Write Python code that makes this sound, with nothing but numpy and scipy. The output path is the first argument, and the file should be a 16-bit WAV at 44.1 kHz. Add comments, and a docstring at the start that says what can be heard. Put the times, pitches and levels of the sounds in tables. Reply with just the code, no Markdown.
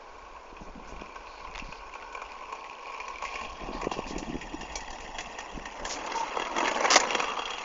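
"""Kick scooter passing on coarse asphalt

A kick scooter rolls up and passes right beside a microphone lying on the ground. Stone tips drum
on its hard wheels and shake the loose metal frame, which clacks and rings at every larger bump.
A wheel judders in a swerve, and metal chatters as it goes by. Banks and trees add a short tail.
A light wind rumbles and pops on the microphone over a distant outdoor hush."""
import sys
import numpy as np
from scipy import signal
from scipy.fft import rfft, irfft, next_fast_len
from scipy.io import wavfile
from scipy.ndimage import uniform_filter1d, map_coordinates

SR = 44100
rng = np.random.default_rng(int(sys.argv[2]) if len(sys.argv) > 2 else 0)


def transcribe(u):
    """Save the signal u as a 16-bit wav file named by the first command-line argument.

    u: samples, shape (n,) or (channels, n), limited to [-1, 1]; the rate is SR.
    q: integer samples, one column per channel.
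    """
    v = np.clip(np.atleast_2d(u).T, -1, 1)
    q = np.round(v * 32767).astype(np.int16)
    wavfile.write(sys.argv[1], SR, q)


N = 336924

# The rolling swells as the scooter nears. Each row: time in seconds, wheel roar and frame rattle in dB.
ROLL_LEVELS = [(0.0, -48, -56.5), (0.74, -51, -59), (0.91, -47, -53), (1.13, -46.5, -53.5),
               (1.85, -46.5, -53.5), (2.38, -44, -51.5), (2.81, -44.5, -50.5), (2.88, -39.5, -45.5),
               (3.18, -42.5, -48), (3.25, -40.5, -47.5), (3.4, -41, -45), (3.58, -44.5, -50),
               (3.79, -37.5, -49), (3.88, -41, -54), (3.95, -38, -45.5), (4.02, -40, -46.5),
               (4.23, -46, -47.5), (5.26, -45, -45.5), (5.7, -46, -48), (5.91, -39, -41),
               (6.02, -38, -40.5), (6.55, -35.5, -42.5), (6.59, -31.5, -37.5), (6.69, -30, -34),
               (6.74, -33, -36.5), (6.87, -29, -33), (7.08, -32, -35), (7.3, -33.5, -41.5),
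               (7.47, -38, -42), (7.64, -39.5, -41)]
# Which side the scooter shows as it nears, swerves and goes by, which sets its tone.
# Each row: time in seconds, side (0 far, 1 near, 2 alongside, 3 turned away).
FACING = [(0, 0), (3.2, 0), (4.4, 1), (5.65, 1.5), (6.3, 3), (6.95, 2), (7.25, 3)]
# The larger bumps. Each row: time in seconds, frame ring, wheel thud and metal snap in dB, ping in Hz.
BUMPS = [(0.5667, -41, -42, -71, 2550), (0.874, -52, -41, -49, 2370), (1.0127, -33.5, -40, -61, 2510),
         (1.158, -35, -37.5, -63, 1540), (1.4472, -40, -36.5, -64, 2300), (1.5492, -33, -45, -54, 2230),
         (1.5962, -29.5, -42.5, -57, 2630), (1.723, -37, -33.5, -47, 2480), (1.9372, -41, -40, -41, 2700),
         (1.951, -36, -32, -50, 2620), (2.0233, -38, -35.5, -60, 2370), (2.126, -41, -41, -43, 2550),
         (2.149, -33.5, -32, -45, 2350), (2.172, -39, -32, -59, 1510), (2.217, -33, -31, -44, 2440),
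         (2.524, -33, -29.5, -38, 2470), (2.551, -47, -33.5, -43, 2400), (3.002, -30.5, -39, -57, 2420),
         (3.081, -31.5, -46, -38, 2520), (3.222, -31.5, -25.5, -36, 2420), (3.236, -41, -33, -40, 2400),
         (3.251, -26.5, -37, -39, 2110), (3.2872, -34, -46, -51, 2340), (3.3397, -32.5, -32, -49, 2700),
         (3.355, -29.5, -32.5, -52, 2240), (3.412, -32, -33.5, -55, 2790), (3.4478, -34, -36, -50, 2800),
         (3.657, -54, -34.5, -59, 2260), (3.8137, -34, -31.5, -38, 2040), (3.842, -35.5, -33.5, -40, 1960),
         (3.9144, -27, -29, -35, 2740), (4.181, -40.5, -48, -31.5, 2720), (4.412, -31, -45, -57, 2420),
         (4.6096, -31, -41, -37.5, 2820), (4.631, -37.5, -46, -48, 2750), (4.721, -42, -54, -43, 2700),
         (4.7549, -28, -36, -26, 2280), (4.805, -39, -53, -38.5, 1940), (4.904, -39, -41, -38, 1790),
         (4.929, -36.5, -43, -40, 1860), (5.005, -44, -54, -37.5, 2620), (5.184, -27.5, -38, -29.5, 3340),
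         (5.206, -32, -51, -32.5, 2660), (5.386, -27, -38, -42, 1850), (5.404, -31.5, -41, -48, 2610),
         (5.655, -29.5, -36.5, -39, 1840), (5.8514, -26, -35, -25.5, 3280),
         (6.063, -35.5, -47, -28.5, 1960), (6.119, -25, -31.5, -49, 1990), (6.3692, -32, -22, -37, 1800),
         (6.3969, -28.5, -26, -44, 2040), (6.419, -28, -31, -52, 1700), (6.4506, -29.5, -37, -46, 1990),
         (6.5642, -22, -25, -39, 1900), (6.5828, -21, -23.5, -27, 2110), (6.6043, -20, -24.5, -45, 2620),
         (6.614, -33, -33, -42, 2040), (6.628, -28, -24, -42, 1510), (6.6475, -24, -32.5, -46, 1700),
         (6.656, -22, -29, -39, 2110), (6.6707, -24, -33, -41, 1640), (6.679, -16.5, -25, -30, 1730),
         (6.713, -25.5, -33.5, -30.5, 2210), (6.751, -35, -33, -29, 2630), (6.8058, -24, -29, -27, 2090),
         (6.8425, -22.5, -24, -46.5, 2300), (6.8491, -22, -19.5, -44, 1680), (6.857, -15.5, -24, -42, 1980),
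         (6.88, -27, -23, -45, 2020), (6.9744, -25, -27, -15, 2780), (6.9997, -20.5, -34, -15.5, 2150),
         (7.035, -26.5, -27, -42, 2150), (7.106, -21.5, -30, -41, 2780), (7.1492, -14.5, -21.5, -26, 3240),
         (7.1969, -25, -32, -41, 2570), (7.2013, -22.5, -25.5, -33, 2500), (7.223, -34, -27.5, -29, 2570),
         (7.2409, -28.5, -28, -30, 2300), (7.2812, -29.5, -30, -46, 2780), (7.301, -30, -31, -46, 2700),
         (7.3692, -33, -31.5, -42, 2590), (7.3915, -30.5, -28, -42, 3280), (7.4194, -30.5, -33, -43, 2800),
         (7.4551, -26.5, -35, -51, 3250), (7.505, -27.5, -33, -37, 3310), (7.5352, -32, -38, -50, 2770),
         (7.5821, -31.5, -38, -39, 2770)]
# A clack's base decay time in seconds, one for each side; each layer shortens it by its own factor.
CLACK_DECAYS = [0.069, 0.15, 0.054, 0.068]


def wheels(jolts, bounces, roll_db=-1.5, thud_db=1):
    """Stone tips drum on the hard wheels; every bump adds a short thud and rings the hubs."""
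    # The wheels' tone from each side. Each row: frequency in Hz, gain in dB.
    far = [(65, -57), (110, -41.5), (237, -24), (385, -21), (440, -8.5), (580, -9), (660, -14), (800, -6.5),
           (950, 0.5), (1085, 4), (1150, -4), (1230, -16.5), (1400, -15), (1670, -23), (2210, -58),
           (3740, -120)]
    near = [(76, -43), (130, -21.5), (331, -7), (404, -26), (750, -2.5), (890, 1), (1070, -4.5),
            (1230, -16.5), (1330, -17), (1400, -41), (1820, -37), (3080, -120)]
    alongside = [(65, -59.5), (110, -22.5), (270, -4.5), (381, -1), (522, 1.5), (740, 0.5), (900, 2.5),
                 (1130, 2.5), (1260, -11.5), (1600, -16.5), (2080, -23.5), (3520, -120)]
    away = [(65, -73), (110, -27.5), (279, -14), (380, -15.5), (467, -7), (650, -10.5), (760, -6),
            (900, -3), (1000, -4.5), (1120, -1), (1350, -9.5), (1600, -15.5), (2080, -20), (3520, -120)]
    # Hub resonances, sharpened below. 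Each row: frequency in Hz, width in Hz, gain in dB.
    hub_modes = [(1467, 130, -0.5), (1370, 84, -5.5)]
    # The hub ring fades as the scooter nears. Each row: time in seconds, gain in dB.
    hub_fade = [(0, -10), (1.7, -11), (2.2, -9), (2.6, -18.5), (3.2, -25), (4.4, -43)]
    roar_db, _ = curves(ROLL_LEVELS)
    times, _, slam_db = bounces
    slams = blows(times, slam_db, t60=0.03, rise=0.0012)
    tips = steady(patchy(grit(rate=8000, spread_db=2), depth_db=2.5), seconds=0.012)
    thuds = clacks(np.array(BUMPS)[:, 2] + thud_db, decay_scale=0.58)
    drive = np.hypot(amp(roar_db + roll_db) * jolts, slams) * tips + thuds
    hubs = ring(drive * amp(curves(hub_fade)[0]), resonances(hub_modes, low_hz=1220) ** 1.94)
    return hubs + by_side(drive, [shape(side) for side in (far, near, alongside, away)])


def stones(share=0.46, count=520):
    """Envelope of jolts from the larger stones over the even drumming of the small ones."""
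    times = (np.arange(count) + 2 * rng.random(count) - 1) * N / SR / count
    jolts = steady(blows(times, np.zeros(count), t60=0.062, rise=0.0021), seconds=0.11)
    return np.sqrt(1 - share + share * jolts ** 2)


def frame(jolts, rattle_db=-2.5, clack_db=-6, snap_db=-0.5, treble_db=1):
    """The road's jolts shake the loose frame over a crunch of stone; clacks add a bright snap."""
    # Deck and fork resonances by side. Each row: frequency in Hz, width in Hz, gain in dB.
    far_modes = [(2386, 220, 8), (2740, 230, 0.5), (3160, 150, -14.5), (4390, 150, -6.5), (5400, 660, -8),
                 (6750, 180, -14.5)]
    near_modes = [(1855, 135, 6.5), (2580, 190, 3), (2775, 140, 2.5), (4780, 150, -8.5), (5630, 360, -8.5),
                  (6200, 150, -13), (6900, 190, -6)]
    away_modes = [(1846, 140, -4.5), (2100, 160, -1), (2620, 280, -1.5), (2780, 260, -1.5), (4100, 130, -9),
                  (4480, 130, -12), (4800, 84, -8), (5670, 170, -11), (6570, 1000, -13.5)]
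    # The steering tube sings along with the rattle. Same columns.
    tube_mode = [(3285, 55, 0)]
    # How much of that singing comes through, in dB, one for each side.
    tube_mix = [-20, -10, -19.5, -9]
    # The tone of stone against wheel and of the metal snap. Each row: frequency in Hz, gain in dB.
    crunch_eq = [(880, -24), (1350, -3), (1700, 1.5), (2100, 1.5), (2450, -3.5), (2720, 0.5), (3660, -22),
                 (4120, -17.5), (5080, -20), (5700, -10.5), (7200, -13.5), (9360, -39), (15800, -120)]
    snap_eq = [(2500, -28.5), (3800, -5.5), (4700, -4), (5300, -2.5), (5900, 2), (6500, -2.5), (7000, 3.5),
               (7600, 0)]
    _, level_db = curves(ROLL_LEVELS)
    _, knocks_db, _, snaps_db, _ = np.transpose(BUMPS)
    contacts = steady(patchy(grit(rate=4000, spread_db=3), depth_db=6), seconds=0.027)
    dull, bright = [signal.sosfilt(signal.butter(3, 4000, kind, fs=SR, output="sos"), contacts)
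                    for kind in ("low", "high")]
    shake = jolts * dull + amp(treble_db) * unit(jolts) * bright
    knocks = clacks(knocks_db + clack_db, decay_scale=0.61, tint_db=8.5)
    drive = amp(level_db + rattle_db) * shake + knocks
    crunch, singing = shape(crunch_eq), unit(resonances(tube_mode))
    far, near, away = [np.hypot(resonances(modes), amp(crunch_db) * crunch)
                       for modes, crunch_db in ((far_modes, -12), (near_modes, -15), (away_modes, -15))]
    sides = (far, near, crunch, away)  # from alongside, the crunch takes over
    colours = [np.hypot(unit(side), amp(db) * singing) for side, db in zip(sides, tube_mix)]
    snaps = clacks(snaps_db + snap_db, decay_scale=0.99, tint_db=4.5)
    return by_side(drive, colours) + ring(snaps, shape(snap_eq))


def clacks(levels_db, decay_scale, tint_db=0, blow_s=0.0094, blow_db=-4, rise=0.00067):
    """Each clack is a hard blow and a dying run of bounces, tinted anew because other parts touch."""
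    out, t = np.zeros(N + SR), np.arange(SR // 6) / SR
    blow = (1 + amp(blow_db) * np.exp(-(t / blow_s) ** 2)) * (1 - np.exp(-t / rise))
    bands_hz = np.linspace(0, SR / 2, 48)
    for (s, *_), db in zip(BUMPS, levels_db):
        fade = amp(-60 * t / (heard_from(CLACK_DECAYS, s) * decay_scale))
        bounces = rng.standard_normal(len(t)) * fade * blow
        band_gains = amp(tint_db * np.tanh(rng.standard_normal(len(bands_hz))))
        tint = signal.firwin2(129, bands_hz, band_gains, fs=SR)
        burst = np.convolve(bounces, tint, "same")
        out[round(s * SR):][:len(t)] += amp(db) * burst * np.linalg.norm(fade) / np.linalg.norm(burst)
    return out[:N]


def pings(waver=0.018, decay_scale=0.9):
    """In each clack one loose part rings briefly at its own pitch."""
    # The ping's level against its clack in dB, one for each side.
    ping_mix = [-6, -8, -9, -5.5]
    out, t = np.zeros(N + SR), np.arange(SR // 6) / SR
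    drift = wobble(500)
    for s, knock_db, _, _, hz in BUMPS:
        start, t60 = round(s * SR), decay_scale * heard_from(CLACK_DECAYS, s)
        tone = sine(hz * (1 + waver * np.resize(drift[start:], len(t))))
        out[start:][:len(t)] += amp(knock_db + heard_from(ping_mix, s) - 60 * t / t60) * tone
    return out[:N]


def steering_tube(scatter_db=0.5, waver=0.004, shake_db=3):
    """Every clack strikes the steering tube, whose ring is roughened by the shaking of the road."""
    # The tube's partials. Each row: frequency in Hz, level in dB, decay time in seconds.
    modes = [(2760, -4, 0.09), (3270, -5.5, 0.12), (5680, -17.5, 0.14)]
    # The ring's level against its clack in dB, one for each side.
    ring_mix = [-22, -11, -28, -4.5]
    out, t = np.zeros(N + SR), np.arange(SR // 5) / SR
    hz, mode_db, t60 = np.transpose(modes)[:, :, None]
    drift, shake = [np.pad([wobble(rate) for _ in modes], ((0, 0), (0, SR))) for rate in (260, 180)]
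    for s, knock_db, *_ in BUMPS:
        span = round(s * SR) + np.arange(len(t))
        db = knock_db + heard_from(ring_mix, s) + mode_db + scatter_db * rng.standard_normal(hz.shape)
        envelope = amp(db + shake_db * np.tanh(shake[:, span]) - 60 * t / t60)
        out[span] += np.sum(envelope * sine(hz * (1 + waver * drift[:, span])), axis=0)
    return out[:N]


def pebbles(pitch_hz=2450, pitch_spread=0.12, spread_db=5, t60=0.012, crack_t60=0.0058, count=380):
    """Single stones flick the wheel rims: each cracks and rings briefly at a pitch of its own."""
    # The clearest flicks. Each row: time in seconds, level in dB, pitch in Hz.
    accents = [(1.0605, -36, 2320), (1.27, -32, 2530), (2.3196, -30, 2450), (2.3525, -36, 2410),
               (2.457, -37, 2600), (2.6433, -30.5, 2410), (2.6892, -40, 2400), (2.698, -27, 2500),
               (2.858, -29.5, 2430), (2.9466, -30, 2500), (3.1582, -26.5, 2310), (3.1856, -30, 2390),
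               (3.264, -28, 2230), (3.326, -29, 2400), (6.3978, -23, 2000), (6.68, -14, 1740),
               (6.7515, -26, 2620), (7.1065, -15.5, 2780), (7.131, -23, 2780), (7.2025, -15.5, 2510)]
    # How far the other stones stand out of the rattle in dB, one for each side.
    pebble_mix = [9.2, 6, 5.7, 7.8]
    _, rattle_db = curves(ROLL_LEVELS)
    times = rng.random(count) * (N - 1) / SR
    pitch, size = np.clip(rng.standard_normal((count, 2)), -1.8, 1.8).T
    levels_db = rattle_db[(times * SR).astype(int)] + heard_from(pebble_mix, times) + spread_db * size
    scattered = np.transpose([times, levels_db, pitch_hz * np.exp(pitch_spread * pitch)])
    s, db, hz = np.vstack([accents, scattered]).T[:, :, None]
    t = np.arange(SR // 25) / SR
    tone = np.sin(2 * np.pi * hz * t) * amp(-60 * t / t60) * (1 - np.exp(-t / 0.00035))
    crack = amp(-7 - 60 * t / crack_t60) * rng.standard_normal(tone.shape)
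    spans = (s * SR).astype(int) + np.arange(len(t))
    return np.bincount(spans.ravel(), (amp(db) * (tone + crack)).ravel(), N)[:N]


def metalwork(jolts, size=4096):
    """Frame, rims, loose parts and tube together, less the pitches the frame hardly radiates."""
    # The frame's dead spots. Each row: frequency in Hz, width in Hz, gain in dB.
    dead_spots = [(3044, 140, -1), (3780, 190, -2.5)]
    metal = frame(jolts) + pebbles() + pings() + steering_tube()
    return ring(metal, notches(dead_spots, np.fft.rfftfreq(size, 1 / SR)))


def hammering(scatter_s=0.0006):
    """Metal bounces almost evenly on metal: gives the times, metal dB and wheel thud dB."""
    # A light run, then a hard one.
    # Each row: start, length and bounce spacing in seconds, metal and wheel thud in dB.
    runs = [(6.903, .044, 0.00786, -11.5, -27), (6.9556, .011, 0.0038, -8, -13.5)]
    bounces = [(s, metal_db, thud_db) for start, length, gap, metal_db, thud_db in runs
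               for s in np.arange(start, start + length, gap)]
    times, metal_db, thud_db = np.transpose(bounces)
    return times + scatter_s * np.resize(rng.standard_normal(32), len(times)), metal_db, thud_db


def chatter(bounces, gain_db=4):
    """Metal parts hammer together within reach of the microphone."""
    # The bright clash of metal. Each row: frequency in Hz, gain in dB.
    clash_eq = [(100, -43), (760, -12.5), (1300, 0), (1430, -7), (1650, -6.5), (2120, -2), (2440, -12.5),
                (2800, -3.5), (3890, -12), (5000, -4), (7200, -7.5), (9360, -2), (15800, -120)]
    times, metal_db, _ = bounces
    hits = blows(times, metal_db + gain_db, t60=0.024, rise=0.0018)
    return ring(hits * grit(rate=23000, spread_db=-2.5), shape(clash_eq))


def judder(pitch_hz=922, waver=0.02):
    """A wheel slips sideways in the swerve and rings at an unsteady pitch in short spurts."""
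    # The slips. Each row: centre in seconds, level in dB, half length in seconds.
    slips = [(6.158, -30.5, 0.0085), (6.177, -29, 0.0057), (6.21, -27.5, 0.0084), (6.234, -26, 0.0037)]
    t = np.arange(N) / SR
    spurts = sum(amp(db) * np.exp(-0.5 * ((t - s) / half) ** 2) for s, db, half in slips)
    return spurts * unit(sine(pitch_hz * (1 + waver * wobble(250))))


def ticks(width_hz=1100, crack_db=13):
    """Each dry, close tick is one sharp crack and a little crumbling in a broad resonance."""
    # The ticks. Each row: time in seconds, level in dB, pitch in Hz.
    cues = [(0.875, -50, 6050), (1.54, -39, 4300), (1.554, -38, 3200), (1.5578, -26.5, 2700),
            (1.572, -36, 3400), (1.5796, -28, 3680), (1.5897, -31.5, 5960), (6.280, -37, 3750),
            (6.296, -36, 5500)]
    # The body all ticks share. Each row: frequency in Hz, width in Hz, gain in dB.
    body = [(2150, 780, -4.5), (1020, 600, 4.5)]
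    out = np.zeros(N)
    for s, db, hz in cues:
        drive = blows([s], [0], t60=0.0076, rise=0.00036) * np.sign(rng.standard_normal(N))
        drive[round(s * SR)] += amp(crack_db)
        out += amp(db) * ring(drive, resonances([(hz, width_hz, 0)] + body, low_hz=700))
    return out


def scrapes():
    """Each scrape is a dense run of tiny slips in one broad, high resonance."""
    # Brief hisses. Each row: start and length in seconds, level in dB, centre and width in Hz.
    cues = [(0.602, 0.054, -62, 5970, 900), (0.88, 0.025, -52, 6300, 1600), (1.256, 0.19, -59, 4270, 698),
            (1.633, 0.15, -57.5, 4600, 900), (3.237, 0.14, -55, 4970, 2200),
            (3.721, 0.067, -51.5, 4400, 900), (3.915, 0.022, -44, 4800, 2490),
            (4.066, 0.05, -46.5, 5600, 2420), (5.844, 0.037, -41.5, 6640, 1610),
            (5.891, 0.049, -34.5, 6200, 2410), (6.148, 0.059, -41.5, 5940, 1200)]
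    slips = grit(rate=2300, spread_db=1.5)
    out = np.zeros(N)
    for s, length, db, hz, width in cues:
        drive = swell(s, length, attack=0.01, release=0.016) * slips
        out += amp(db) * ring(drive, resonances([(hz, width, 0)]))
    return out


def reflection(x):
    """A nearby surface returns a lagging copy: a comb whose notches slide down during the pass."""
    # The reflected path grows longer. Each row: time in seconds, delay in ms, strength.
    echo = [(6.3, 2.8, 0), (6.55, 3.07, 0.37), (6.95, 3.83, 0.24), (7.3, 4.12, 0.15), (7.64, 4.2, .1)]
    delay_ms, strength = curves(echo)
    copy = map_coordinates(x, [np.arange(N) - delay_ms * SR / 1000], order=1)
    return (x + strength * copy) / np.sqrt(1 + strength ** 2)


def roadside_tail(x, t60=0.27, far_db=-10, step_db=-7):
    """Banks and trees scatter a short diffuse tail, weakest when the scooter is heard from alongside."""
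    facing, = curves(FACING)
    side_on = 2 - np.abs(facing - 2)
    send = x * amp(far_db + step_db * side_on)
    t = np.arange(SR // 2) / SR
    tail = rng.standard_normal(len(t)) * amp(-60 * t / t60) * (1 - np.exp(-t / 0.006))
    return signal.oaconvolve(send, tail / np.linalg.norm(tail))[:N]


def wind(gust_db=-1, lumpy_db=7, heave_db=4):
    """Wind on the microphone: a low rumble, with a lumpy flutter in the gusts."""
    # The gusts. Each row: start and length in seconds, rumble and flutter in dB.
    gusts = [(0.567, 0.45, -46, -50.5), (1.4, 0.29, -46, -57), (3.374, 1.89, -46.5, -54),
             (3.612, 0.17, -43, -44), (3.82, 0.23, -54, -46.5), (4.06, 0.28, -44.5, -41.5),
             (4.42, 0.16, -51, -47.5), (5.507, 0.099, -45, -48), (5.78, 0.066, -43, -48)]
    # The light rumble between gusts, with one lull. Each row: time in seconds, level in dB.
    breeze = [(0, -55), (2.4, -55), (2.6, -66), (2.9, -63), (3.15, -53), (7.64, -56.5)]
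    # The tone of rumble and flutter. Each row: frequency in Hz, gain in dB.
    rumble_eq = [(8, -6), (22, 0.5), (42, -3), (62, -7), (85, -17.5), (105, -40.5), (200, -63)]
    flutter_eq = [(95, -34.5), (135, -3.5), (220, -0.5), (330, -6.5), (500, -9), (850, -9), (1300, -39),
                  (2500, -74)]
    swells = np.array([swell(s, length, attack=0.022, release=0.074) for s, length, _, _ in gusts])
    push, stir = np.sqrt(amp(np.array(gusts)[:, 2:].T + gust_db) ** 2 @ swells ** 2)
    low_noise = steady(ring(rng.standard_normal(N), shape(rumble_eq)), seconds=0.25)
    buffets = np.tanh(wobble(45))  # each buffet heaves the rumble and stirs the flutter together
    rumble = np.hypot(amp(curves(breeze)[0]), push) * low_noise * unit(amp(heave_db * buffets))
    eddies = steady(amp(lumpy_db * buffets) * rng.standard_normal(N), seconds=0.1)
    return rumble + ring(stir * eddies, shape(flutter_eq))


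def wind_pops():
    """The strongest eddies pop on the microphone port, each a cycle or two long."""
    # The eddies. Each row: centre in seconds, level in dB, pitch in Hz, half length in cycles.
    eddies = [(0.529, -36.5, 307, 0.37), (.622, -31.5, 227, 0.38), (.758, -38, 260, .6),
              (0.781, -37.5, 208, 0.6), (.924, -28.5, 460, 0.18), (1.021, -27.5, 440, 0.19),
              (1.626, -34, 244, 0.34), (1.691, -37, 170, 0.31), (3.618, -35.5, 300, 0.54),
              (3.637, -36, 330, .4), (3.689, -30.5, 373, 0.64), (3.704, -33, 420, .35),
              (3.714, -28, 300, 0.28), (3.751, -26.5, 288, 0.37), (3.835, -27, 400, 0.4),
              (3.8716, -13.5, 390, 0.29), (3.922, -27, 330, 0.37), (3.969, -29, 400, .4),
              (3.992, -17, 427, 0.25), (4.11, -27, 385, 0.43), (4.136, -30, 236, 0.52),
              (4.165, -24, 320, 0.61), (4.229, -27, 310, 0.54), (4.301, -26, 279, 0.5),
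              (4.333, -26, 250, 0.38), (4.345, -24.5, 300, 0.33), (4.357, -21.5, 273, 0.32),
              (4.546, -27.5, 308, 0.96), (4.633, -33, 320, 0.34), (5.578, -27.5, 256, 0.32)]
    out, t = np.zeros(N), np.arange(N) / SR
    for (s, db, hz, cycles), phase in zip(eddies, rng.random(len(eddies))):
        span = np.abs(t - s) < 0.03
        turns = (t[span] - s) * hz
        out[span] += amp(db) * np.sin(2 * np.pi * (turns + phase)) / np.cosh(turns / cycles)
    return out


def outdoor_hush(level_db=-51.5):
    """A soft, even bed of distant outdoor noise."""
    # The tone of the hush. Each row: frequency in Hz, gain in dB.
    hush_eq = [(100, -20), (200, -9.5), (450, 3), (900, 0), (1800, -12), (4000, -19.5), (7000, -21.5)]
    return amp(level_db) * ring(rng.standard_normal(N), shape(hush_eq))


def by_side(drive, colours):
    """The scooter shows different sides as it comes and goes: crossfade their colours."""
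    facing, = curves(FACING)
    return sum(ring(drive * np.sqrt(np.clip(1 - np.abs(facing - k), 0, 1)), colour)
               for k, colour in enumerate(colours))


def heard_from(values, s):
    """A value given for each side of the scooter, read for the side it shows at time s."""
    return np.interp(np.interp(s, *np.transpose(FACING)), np.arange(len(values)), values)


def grit(rate, spread_db):
    """Tiny contacts of random size, about rate a second, rms 1."""
    hit = rng.random(N) < rate / SR
    return unit(hit * np.sign(rng.standard_normal(N)) * amp(spread_db * rng.standard_normal(N)))


def patchy(x, depth_db, size=256):
    """From moment to moment other resonances are struck harder."""
    spectra = signal.stft(x, nperseg=size)[2]
    patches = uniform_filter1d(rng.standard_normal(spectra.shape), size=3, axis=0)
    patches = uniform_filter1d(patches, size=6, axis=1)
    return signal.istft(spectra * amp(depth_db * np.tanh(unit(patches))), nperseg=size)[1][:N]


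def blows(times, levels_db, t60, rise):
    """Envelope of blows that start sharply and die away; their powers add."""
    power, t = np.zeros(N + SR), np.arange(SR // 4) / SR
    for s, db in zip(times, levels_db):
        power[max(round(s * SR), 0):][:len(t)] += (amp(db - 60 * t / t60) * (1 - np.exp(-t / rise))) ** 2
    return np.sqrt(power[:N])


def swell(start, length, attack, release):
    """Envelope that rises, holds and dies away."""
    t = np.arange(N) / SR - start
    return np.clip(t / attack, 0, 1) * np.exp(-np.maximum(t - length, 0) / release)


def ring(x, gain):
    """Pass x through a causal, unit-energy body with that gain per frequency."""
    cepstrum = irfft(np.log(np.maximum(gain, 1e-6)))
    half = len(cepstrum) // 2
    cepstrum[1:half] *= 2  # minimum phase: the ring follows the hit
    cepstrum[half + 1:] = 0
    response = irfft(np.exp(rfft(cepstrum)))
    return signal.oaconvolve(x, response / np.linalg.norm(response))[:N]


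def resonances(modes, low_hz=1400, size=4096):
    """Gain per frequency of a set of modes; thin metal radiates no bass."""
    f = np.fft.rfftfreq(size, 1 / SR)
    power = sum(amp(db) ** 2 / (1 + (2 * (f - hz) / width) ** 2) for hz, width, db in modes)
    return np.sqrt(power * (1 - 1 / (1 + (f / low_hz) ** 10)))


def shape(points, size=4096):
    """Gain per frequency from (Hz, dB) points on a log axis."""
    hz, db = np.transpose(points)
    return amp(np.interp(np.log(np.fft.rfftfreq(size, 1 / SR) + 1), np.log(hz), db))


def notches(rows, hz):
    """Gain per frequency of a set of smooth dips."""
    return amp(sum(db * np.exp(-(2 * (hz - centre) / width) ** 2) for centre, width, db in rows))


def sine(hz):
    """A tone that follows a pitch curve."""
    return np.sin(2 * np.pi * np.cumsum(hz, axis=-1) / SR)


def curves(rows):
    """One value per sample for each column after the time."""
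    s, *columns = np.transpose(rows)
    return [np.interp(np.arange(N) / SR, s, column) for column in columns]


def wobble(rate):
    """A smooth random curve, rate knots a second."""
    return map_coordinates(rng.standard_normal(int(N * rate / SR) + 4), [np.arange(N) * rate / SR])


def steady(x, seconds):
    """Keep the quick changes of x but hold its running rms at 1."""
    return x / np.sqrt(np.abs(uniform_filter1d(x ** 2, int(seconds * SR))) + 1e-9)


def unit(x):
    """Scale to rms 1."""
    return x / np.sqrt(np.mean(np.abs(x) ** 2) + 1e-20)


def amp(db):
    """Decibels to gain."""
    return 10 ** (np.asarray(db) / 20)


def scene():
    """The scooter and its roadside tail, ticks, scrapes, wind and hush, in mono."""
    jolts, bounces = stones(), hammering()
    scooter = metalwork(jolts) + reflection(wheels(jolts, bounces)) + chatter(bounces) + judder()
    foreground = scooter + roadside_tail(scooter) + ticks() + scrapes()
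    return (foreground + wind() + wind_pops() + outdoor_hush())[None]


def record(dry, top_hz=7070):
    """The microphone has a narrow hole in its bass and cuts off steeply above its band limit."""
    # The hole in the bass. Each row: frequency in Hz, width in Hz, gain in dB.
    bass_hole = [(103, 16, -18)]
    size = next_fast_len(N + SR // 2)
    hz = np.fft.rfftfreq(size, 1 / SR)
    high_cut = 1 / np.sqrt(1 + (hz / top_hz) ** 74)
    return irfft(rfft(dry, size) * notches(bass_hole, hz) * high_cut, size)[:, :N]


dry = scene()
out = record(dry)
transcribe(out)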